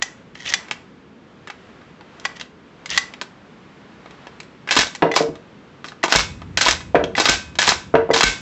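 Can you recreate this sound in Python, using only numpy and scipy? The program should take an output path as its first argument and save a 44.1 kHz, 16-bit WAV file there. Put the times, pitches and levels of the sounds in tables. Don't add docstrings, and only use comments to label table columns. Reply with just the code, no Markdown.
import sys
import numpy as np
from scipy import signal
from scipy.fft import rfft, irfft
from scipy.io import wavfile
from scipy.ndimage import uniform_filter1d, minimum_filter1d

SR = 44100
rng = np.random.default_rng(int(sys.argv[2]) if len(sys.argv) > 2 else 0)


def materialize(psi):
    bounded = np.clip(np.atleast_2d(psi).T, -1, 1)
    quanta = np.round(bounded * 32767).astype(np.int16)
    wavfile.write(sys.argv[1], SR, quanta)


N = 370862
TIME_S = np.arange(N) / SR
AGE_S = np.arange(2 ** 15) / SR
SCENE_HZ, BLOW_HZ = np.fft.rfftfreq(N, 1 / SR), np.fft.rfftfreq(len(AGE_S), 1 / SR)


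def amp(db):
    return 10 ** (np.asarray(db) / 20)


def unit_rms(x):
    return x / np.sqrt(np.mean(x ** 2) + 1e-20)


def curve(points, hz):
    f, value = np.transpose(points)
    return np.interp(np.log(hz + 1), np.log(f), value)


def add(mix, t_s, sound):
    part = mix[max(round(t_s * SR), 0):][:len(sound)]
    part += sound[:len(part)]


def colour(x, gain_db):
    cepstrum = irfft(np.log(amp(gain_db)), len(x))
    cepstrum[1:len(x) // 2] *= 2
    cepstrum[len(x) // 2 + 1:] = 0
    return irfft(rfft(x) * np.exp(rfft(cepstrum)), len(x))


def noise(spectrum):
    return unit_rms(irfft(rfft(rng.standard_normal(N)) * amp(curve(spectrum, SCENE_HZ)), N))


def flutter(count, smooth_samples):
    return unit_rms(uniform_filter1d(rng.standard_normal(count), size=smooth_samples))


def decay(t60_s):
    return np.exp(-np.log(1000) * AGE_S / max(t60_s, 1e-3))


def bell(hz, centre_hz, width_hz):
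    return 1 / (1 + ((hz - centre_hz) / width_hz) ** 2)


def favour(modes, spot_hz, boost_db):
    return [(hz, db + boost_db * bell(hz, spot_hz, width_hz=36), t60_s) for hz, db, t60_s in modes]


def ring(modes, spread_db=1.0):
    hz, db, t60_s = np.transpose(modes)
    gains = amp(db + spread_db * rng.standard_normal(len(hz)))
    phases = rng.uniform(0, 2 * np.pi, len(hz))
    sound = sum(gain * np.sin(2 * np.pi * f * AGE_S + phase) * decay(t60)
                for gain, f, t60, phase in zip(gains, hz, t60_s, phases))
    return sound / np.sqrt(np.sum(gains ** 2) / 2)


# f/Hz, level/dB
HUSH_SPECTRUM = [(20, -63), (45, -10.5), (80, -8.5), (150, 3), (230, 4), (330, -1.5), (500, -3.5),
                 (750, -20.5), (1500, -18), (8000, -56.5)]
RUSTLE_SPECTRUM = [(100, -3), (600, 0), (1100, 0.5), (2000, -4.5), (3200, -9.5), (4500, -16), (7500, -25.5),
                   (16000, -57)]
RUMBLE_SPECTRUM = [(20, -23), (50, -2.5), (80, 9.5), (120, 1), (170, 5), (260, -3.5), (400, -18),
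                   (900, -45)]
# t/s, level/dB
RUSTLE_LEVELS = [(0.1, -49.5), (0.39, -55), (0.54, -41), (0.89, -52.5), (1.14, -55), (1.67, -48.5),
                 (2.0, -51.5), (2.28, -44.5), (2.52, -54.5), (2.87, -49), (3.06, -45.5), (3.25, -51.5),
                 (4.05, -48.5), (4.24, -46.5), (4.49, -50.5), (4.6, -51)]


def background(hush_db=-47, rumble_from_s=6.16, rumble_db=-34.5, rest_db=-60.5, ease_db_per_s=4.5):
    hush = amp(hush_db) * noise(HUSH_SPECTRUM)
    rustle = amp(np.interp(TIME_S, *np.transpose(RUSTLE_LEVELS)) - 1) * noise(RUSTLE_SPECTRUM)
    worked_s = TIME_S - rumble_from_s
    rumble_gain = amp(np.where(worked_s > 0, rumble_db - ease_db_per_s * worked_s, rest_db))
    return hush + rustle + rumble_gain * noise(RUMBLE_SPECTRUM)


# f/Hz, t60/s
ROOM_DECAY = [(100, 0.44), (400, 0.31), (1500, 0.31), (4000, 0.25), (8000, 0.31)]


def room(x, first_s=0.0031, echoes_per_s=3000):
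    signs = rng.choice([-1., 1.], len(AGE_S))
    arrivals = (rng.random(len(AGE_S)) < echoes_per_s / SR) * (AGE_S > first_s)
    hz, t_s, bands = signal.stft(signs * arrivals, SR, nperseg=256)
    fade = np.exp(-np.log(1000) * t_s / curve(ROOM_DECAY, hz)[:, None])
    tail = signal.istft(bands * fade, SR, nperseg=256)[1]
    return signal.fftconvolve(x, tail / np.linalg.norm(tail))[:N]


def rub(strokes, spectrum, swell_db_per_s, release_s, catch_db=0, grain_db=5, attack_s=0.004):
    slips = rng.standard_normal(N) * amp(grain_db * flutter(N, 30))
    catches = amp(catch_db * flutter(N, 250))
    envelope = np.zeros(N)
    for start_s, end_s, db in strokes:
        attack = np.clip((TIME_S - start_s) / attack_s, 0, 1)
        swell = amp(db - swell_db_per_s * np.maximum(end_s - TIME_S, 0))
        release = np.exp(-np.maximum(TIME_S - end_s, 0) / release_s)
        envelope += attack * swell * release
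    return envelope * unit_rms(colour(slips * catches, curve(spectrum, SCENE_HZ)))


# start/s, end/s, final level/dB
FEED_STROKES = [(0.012, 0.022, -42), (0.345, 0.525, -28.5), (2.24, 2.252, -40), (2.355, 2.372, -40.5),
                (2.395, 2.412, -37), (2.89, 2.968, -24)]
# f/Hz, level/dB
TUBE_SPECTRUM = [(100, -4.5), (700, -5.5), (1200, -6.5), (1650, -1.5), (1900, 10), (2450, -4), (3250, 4.5),
                 (3800, -3), (4800, -6), (5600, -5), (6400, -6), (16000, -54)]


def shell_scrape():
    return amp(-1) * rub(FEED_STROKES, TUBE_SPECTRUM, swell_db_per_s=125, release_s=0.0096, catch_db=2)


# start/s, end/s, final level/dB
SLIDE_STROKES = [(4.70, 4.82, -20.5), (5.15, 5.19, -22.5), (5.845, 5.88, -42), (6.09, 6.20, -19.5),
                 (6.62, 6.715, -20), (7.16, 7.33, -19.5), (7.59, 7.71, -20), (8.13, 8.19, -20)]
# f/Hz, level/dB
RAIL_SPECTRUM = [(100, -16), (400, 0), (700, 8), (1500, 9), (3000, 6.5), (5500, 7), (7500, -2.5),
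                 (10000, -5.5), (16000, -9.5)]


def slide_rub():
    return amp(-1) * rub(SLIDE_STROKES, RAIL_SPECTRUM, swell_db_per_s=62.5, release_s=0.025)


# t/s, length/s, first f/Hz, last f/Hz, level/dB
HULL_SQUEAKS = [(0.438, 0.077, 3160, 2530, -30), (0.483, 0.031, 5900, 5630, -28),
                (2.9, 0.0087, 5350, 5460, -22.5), (2.908, 0.04, 2307, 3365, -28.5)]


def hull_squeaks(waver=0.12):
    out = np.zeros(N)
    for t_s, length_s, first_hz, last_hz, db in HULL_SQUEAKS:
        count = int(length_s * SR)
        hz = np.linspace(first_hz, last_hz, count) * (1 + waver * flutter(count, 40))
        tone = np.sin(2 * np.pi * np.cumsum(hz) / SR)
        grip = abs(flutter(count, 40))
        add(out, t_s, amp(db) * np.hanning(count) * unit_rms(grip * tone))
    return out


# f/Hz, level/dB, t60/s
BENCH_MODES = [(158.3, -13, 0.19), (287.4, -5, 0.071), (367.4, -5.5, 0.21), (390.7, -6, 0.082),
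               (446, -17.5, 0.23), (454.4, -7, 0.17), (587, -15.5, 0.22), (668.7, -0.5, 0.066),
               (664, -9, 0.14), (952, -7.5, 0.1)]
# f/Hz, level/dB
WOOD_SPECTRUM = [(40, -61), (100, -18), (160, 1.5), (240, -17), (400, 6), (680, 5), (850, -1.5), (1500, -1),
                 (3000, -10.5), (8000, -26)]
# t/s, level/dB, spot f/Hz, low-pass corner/Hz
SHELL_LANDINGS = [(5.022, -4, 975, 3300), (5.028, -0.5, 430, 890), (5.055, -4.5, 432, 650),
                  (5.203, -4.5, 450, 740), (5.231, -17.5, 400, 600), (5.287, -14.5, 296, 450),
                  (6.946, -0.5, 668, 744), (6.952, 0, 687, 2500), (7.011, -13, 354, 600),
                  (7.036, -9.5, 374, 450), (7.940, 0.5, 570, 720), (7.952, -1, 466, 2120),
                  (8.09, -12.5, 490, 800), (8.103, -3, 600, 790)]


def bench_thuds(knock_t60_s=0.058):
    out = np.zeros(N)
    for t_s, db, spot_hz, corner_hz in SHELL_LANDINGS:
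        contact = rng.standard_normal(len(AGE_S)) * decay(knock_t60_s)
        knock = unit_rms(colour(contact, curve(WOOD_SPECTRUM, BLOW_HZ))) * np.std(contact)
        planks = ring(favour(BENCH_MODES, spot_hz, boost_db=6), spread_db=0.9)
        cushion_db = -10 * np.log10(1 + (BLOW_HZ / corner_hz) ** 4)
        add(out, t_s, amp(db - 2) * colour(amp(-3) * knock + amp(-5) * planks, cushion_db))
    return out


# f/Hz, level/dB
STEEL_SPECTRUM = [(40, -25.5), (150, -5.5), (350, 4), (700, 0.5), (1500, 3), (2500, 5), (4000, 4),
                  (5500, 1.5), (7500, -2), (16000, -36.5)]


def steel_strike(modes, bass_db, treble_db, rattle_t60_s, crack_db, crack_t60_s, ring_db, grain_db,
                 body_db=6, bass_hz=1100, treble_hz=4000):
    hiss = rng.standard_normal(len(AGE_S))
    chatter = unit_rms(amp(grain_db * flutter(len(AGE_S), 44))) * decay(rattle_t60_s)
    crack = amp(crack_db) * decay(crack_t60_s)
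    resonances = np.max([bell(BLOW_HZ, hz, width_hz=44) for hz, _, _ in modes], axis=0)
    part_db = curve(STEEL_SPECTRUM, BLOW_HZ) + body_db * (resonances - 0.5)
    contact = colour(hiss * (chatter + crack), part_db)
    low_shelf_db = bass_db / (1 + (BLOW_HZ / bass_hz) ** 4)
    high_shelf_db = treble_db * BLOW_HZ ** 3 / (BLOW_HZ ** 3 + treble_hz ** 3)
    return colour(contact + amp(ring_db) * ring(modes), low_shelf_db + high_shelf_db)


# f/Hz, level/dB, t60/s
LATCH_MODES = [(787, -5, 0.096), (1123, -19, 0.045), (1620, -16, 0.036), (1958, 14.5, .03),
               (2012, 2, 0.083), (2430, -6, 0.04), (3460, -4.5, 0.075), (4150, -17.5, 0.091),
               (4770, -4, 0.03), (5900, -9, 0.074), (6260, -15, .04), (6900, -11, 0.04)]
# t/s, level/dB, bass/dB, treble/dB, ring/dB
LATCH_SNAPS = [(0.022, -3.5, 4, -2.5, -9), (0.538, 3.5, -9, -7.5, -5), (2.252, 0.5, 4.5, -17.5, -22),
               (2.976, 3, -3.5, -6, -5.5), (4.689, -2.5, 2, -26, -12), (5.115, -8, -2, -19, 0.5),
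               (5.139, -12, 11, -10, 2.5), (6.03, -9, -6, -14, 0), (7.152, -5.5, -3, -25, -3),
               (8.111, -19, -3, -8, 8)]


def latch(rebound_s=0.0027, rebound_db=-4.5, rebound_treble_db=9.5, highpass_hz=620):
    out = np.zeros(N)
    for t_s, db, bass_db, treble_db, ring_db in LATCH_SNAPS:
        for delay_s, drop_db, bright_db in ((0, 0, 0), (rebound_s, rebound_db, rebound_treble_db)):
            snap = steel_strike(LATCH_MODES, bass_db, treble_db + bright_db, rattle_t60_s=0.031,
                                crack_db=-7, crack_t60_s=0.0079, ring_db=ring_db,
                                grain_db=-1.5, body_db=7.5)
            add(out, t_s + delay_s, amp(db + drop_db - 8.5) * snap)
    return signal.sosfilt(signal.butter(3, highpass_hz, "highpass", fs=SR, output="sos"), out)


# f/Hz, level/dB, t60/s
RECEIVER_MODES = [(660, -8.5, 0.022), (835, -5, 0.027), (986, 8, 0.018), (1206, 13.5, 0.035),
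                  (1515, 9, .13), (1716, 6, 0.11), (2000, -22.5, 0.03), (2253, 10.5, 0.075),
                  (2653, -15, 0.033), (3257, -6.5, 0.037), (3796, 2, 0.07), (4120, -26.5, 0.059),
                  (5110, -8, 0.073)]


def receiver_knock(spot_hz, bass_db, treble_db, rattle_t60_s, crack_db, ring_db, spot_db, width_hz):
    blow = steel_strike(RECEIVER_MODES, bass_db, treble_db, rattle_t60_s, crack_db,
                        crack_t60_s=0.02, ring_db=ring_db, grain_db=3.5)
    return colour(blow, spot_db * bell(BLOW_HZ, spot_hz, width_hz))


# t/s, level/dB, spot f/Hz, treble/dB
HANDLING_TAPS = [(0.3528, -23, 1900, -11), (0.6837, -25, 1990, -12), (0.7109, -9.5, 2540, -3.5),
                 (1.473, -16.5, 1750, -13), (1.5002, -16, 1380, -10), (1.8143, -29, 1070, -19),
                 (2.0087, -25.5, 810, -20), (2.1985, -35.5, 3110, 10), (2.4119, -17.5, 3030, -2),
                 (2.8586, -20, 2110, 3.5), (3.1378, -21, 2310, -9), (3.2136, -10.5, 802, -3),
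                 (4.059, -21, 1030, -24), (4.1086, -30, 896, -5), (4.2696, -22.5, 805, -14),
                 (4.402, -21.5, 2250, 0), (4.4314, -35, 1990, 3), (4.6741, -17, 1620, -10),
                 (4.8084, -4, 1670, 4.5), (4.8316, -12, 1870, -1), (4.868, -15.5, 3850, 0),
                 (4.9502, -17.5, 2120, 5), (5.3547, -24.5, 867, -11), (5.8434, -13.5, 1510, -15),
                 (5.8834, -19.5, 3820, -4), (5.92, -21, 1010, -22), (6.4183, -20, 1100, -18),
                 (6.7098, -7, 1950, 10.5), (6.8052, -19.5, 2030, -9), (7.0397, -9, 3300, -10.5),
                 (7.554, -21.5, 820, -3), (7.7192, -1.5, 930, -14)]


def handling_taps(thinning=0.16):
    out = np.zeros(N)
    for t_s, db, spot_hz, treble_db in HANDLING_TAPS:
        bass_db = 1.5 - thinning * treble_db
        tap = receiver_knock(spot_hz, bass_db, treble_db, rattle_t60_s=0.078,
                             crack_db=2.5, ring_db=-26.5, spot_db=6.5, width_hz=300)
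        add(out, t_s, amp(db - 14) * tap)
    return out


# delay/s, level/dB, spot f/Hz, bass/dB, treble/dB, rattle t60/s
TRIP_CHAIN = [(0, -1, 1605, -3.5, 4, 0.12), (0.0116, -18.5, 1730, -2, 6, .055)]
EJECT_CHAIN = [(-.012, -10.5, 3500, 2, 2.5, 0.087), (0, 2, 1000, 9, -2, 0.043),
               (.007, -2, 1240, 5, 0, .045), (0.0216, 2, 1800, 3.5, 2, 0.052)]
LIFT_CHAIN = [(0, 3.5, 1050, 5.9, 2, .07), (.011, -5, 900, 7.7, 0.81, 0.048),
              (.023, -7.5, 1050, 10.7, 0, .055)]
LOCK_CHAIN = [(-.037, 7, 4900, 0, -5, 0.042), (-.02, -3.5, 1350, 3.5, -13, 0.023),
              (-.0085, -0.5, 1540, 6.5, -3.5, 0.061), (0, -1.5, 2200, 9, 11.5, 0.027)]
# t/s, level/dB, time stretch, brightness/dB
TRIP_MOVES = [(4.7093, -1.5, 1.2, -4), (6.5728, -3, 2, -3), (6.6105, -2, 2.2, -1),
              (7.1791, -5.5, .8, -10.5), (7.5874, -2.5, 2.7, -2.5), (7.6179, -2.5, 0.68, -2.5),
              (8.1372, -5, 1, -4)]
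LIFT_MOVES = [(5.163, -7, 1.03, -2), (6.0379, -9.5, 1.88, -3.5), (7.1996, -6.5, 0.88, 0.5),
              (8.1619, -10.5, 0.72, -3)]
# t/s, level/dB, time stretch, brightness/dB, sway/dB, barrel f/Hz
EJECT_MOVES = [(4.7658, -1, 1.03, 0, -59, 3820), (6.6625, -3.5, 0.96, -0.5, -31, 1545),
               (7.6765, -2, .63, 3.5, -42.5, 1545)]
LOCK_MOVES = [(6.1585, -2, 0.95, 0.58, -22, 2530), (7.2954, -1, 1.08, 0, -30, 1545),
              (8.2387, 2.5, 0.83, 0.65, -24, 2234)]


def action_clacks():
    out = np.zeros(N)
    for moves, chain in ((TRIP_MOVES, TRIP_CHAIN), (EJECT_MOVES, EJECT_CHAIN),
                         (LIFT_MOVES, LIFT_CHAIN), (LOCK_MOVES, LOCK_CHAIN)):
        for t_s, force_db, stretch, bright_db, *_ in moves:
            for delay_s, db, spot_hz, bass_db, treble_db, t60_s in chain:
                clack = receiver_knock(spot_hz, bass_db - bright_db, treble_db + bright_db, t60_s,
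                                       crack_db=-12.5, ring_db=-19, spot_db=7.5, width_hz=137)
                add(out, t_s + stretch * delay_s, amp(force_db + db - 6.5) * clack)
    return out


# f/Hz, level/dB, t60/s
BARREL_MODES = [(1000, -6.5, .52), (1136, -5, .25), (1545, 2, .36), (1610, -1, .38), (2160, 0, .26),
                (2234, 0, .26), (2530, -6.5, .55), (2650, -6, .35), (2864, -6, .2), (3515, -4, .38),
                (3770, -1, .38), (3838, -3, .35), (5582, -9, .22), (6245, -9, .22)]
# delay/s, thump/dB, barrel ring/dB, spring buzz/dB
REAR_SHOCKS = [(.001, -18, -23, -22.5), (.023, -15.5, -27, -24.5)]
FRONT_SHOCKS = [(0, -8, -19.5, -18.5)]


def stop_jolts(thump_hz=200, sway_hz=55, buzz_rise_s=0.012):
    out = np.zeros(N)
    thump = 2 * np.sin(2 * np.pi * thump_hz * AGE_S) * decay(t60_s=0.013)
    sway = np.sin(2 * np.pi * sway_hz * AGE_S) * decay(t60_s=0.3)
    buzz_envelope = decay(t60_s=0.35) * (1 - np.exp(-AGE_S / buzz_rise_s))
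    for moves, shocks in ((EJECT_MOVES, REAR_SHOCKS), (LOCK_MOVES, FRONT_SHOCKS)):
        for t_s, db, stretch, _, sway_db, barrel_hz in moves:
            for delay_s, thump_db, ring_db, buzz_db in shocks:
                stock = amp(thump_db) * thump + amp(sway_db) * sway
                coils = colour(rng.standard_normal(len(AGE_S)), curve(STEEL_SPECTRUM, BLOW_HZ))
                spring = amp(buzz_db - 1) * unit_rms(coils) * buzz_envelope
                barrel = amp(ring_db) * ring(favour(BARREL_MODES, barrel_hz, boost_db=4), spread_db=4.5)
                add(out, t_s + stretch * delay_s, amp(db) * (stock + barrel + spring))
    return out


def scene():
    gun = latch() + handling_taps() + action_clacks() + stop_jolts()
    gun += shell_scrape() + slide_rub() + hull_squeaks()
    bench = bench_thuds()
    reflections = room(amp(-12) * gun + amp(-4.5) * bench)
    return (gun + bench + reflections + background())[None]


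# f/Hz, level/dB
MIC_RESPONSE = [(15, -20.5), (30, -21.5), (45, -1.5), (7700, 2.5), (8120, -12.5), (8700, -26.5),
                (15000, -26)]


def record(dry, ceiling_db=0.5, recover_db_per_s=300, lowpass_hz=15900):
    x = colour(dry[0], curve(MIC_RESPONSE, SCENE_HZ))
    over_db = np.maximum(20 * np.log10(abs(x) + 1e-9) - ceiling_db, 0)
    recovery_db = TIME_S * recover_db_per_s
    held_db = np.maximum.accumulate(over_db + recovery_db) - recovery_db
    x = x * amp(uniform_filter1d(minimum_filter1d(-held_db, size=41), size=41))
    x = x / (1 + x ** 6) ** (1 / 6)
    lowpass = signal.firwin(511, lowpass_hz, window=("kaiser", 9), fs=SR)
    return signal.oaconvolve(x, lowpass, "same")[None]


dry = scene()
out = record(dry)
materialize(out)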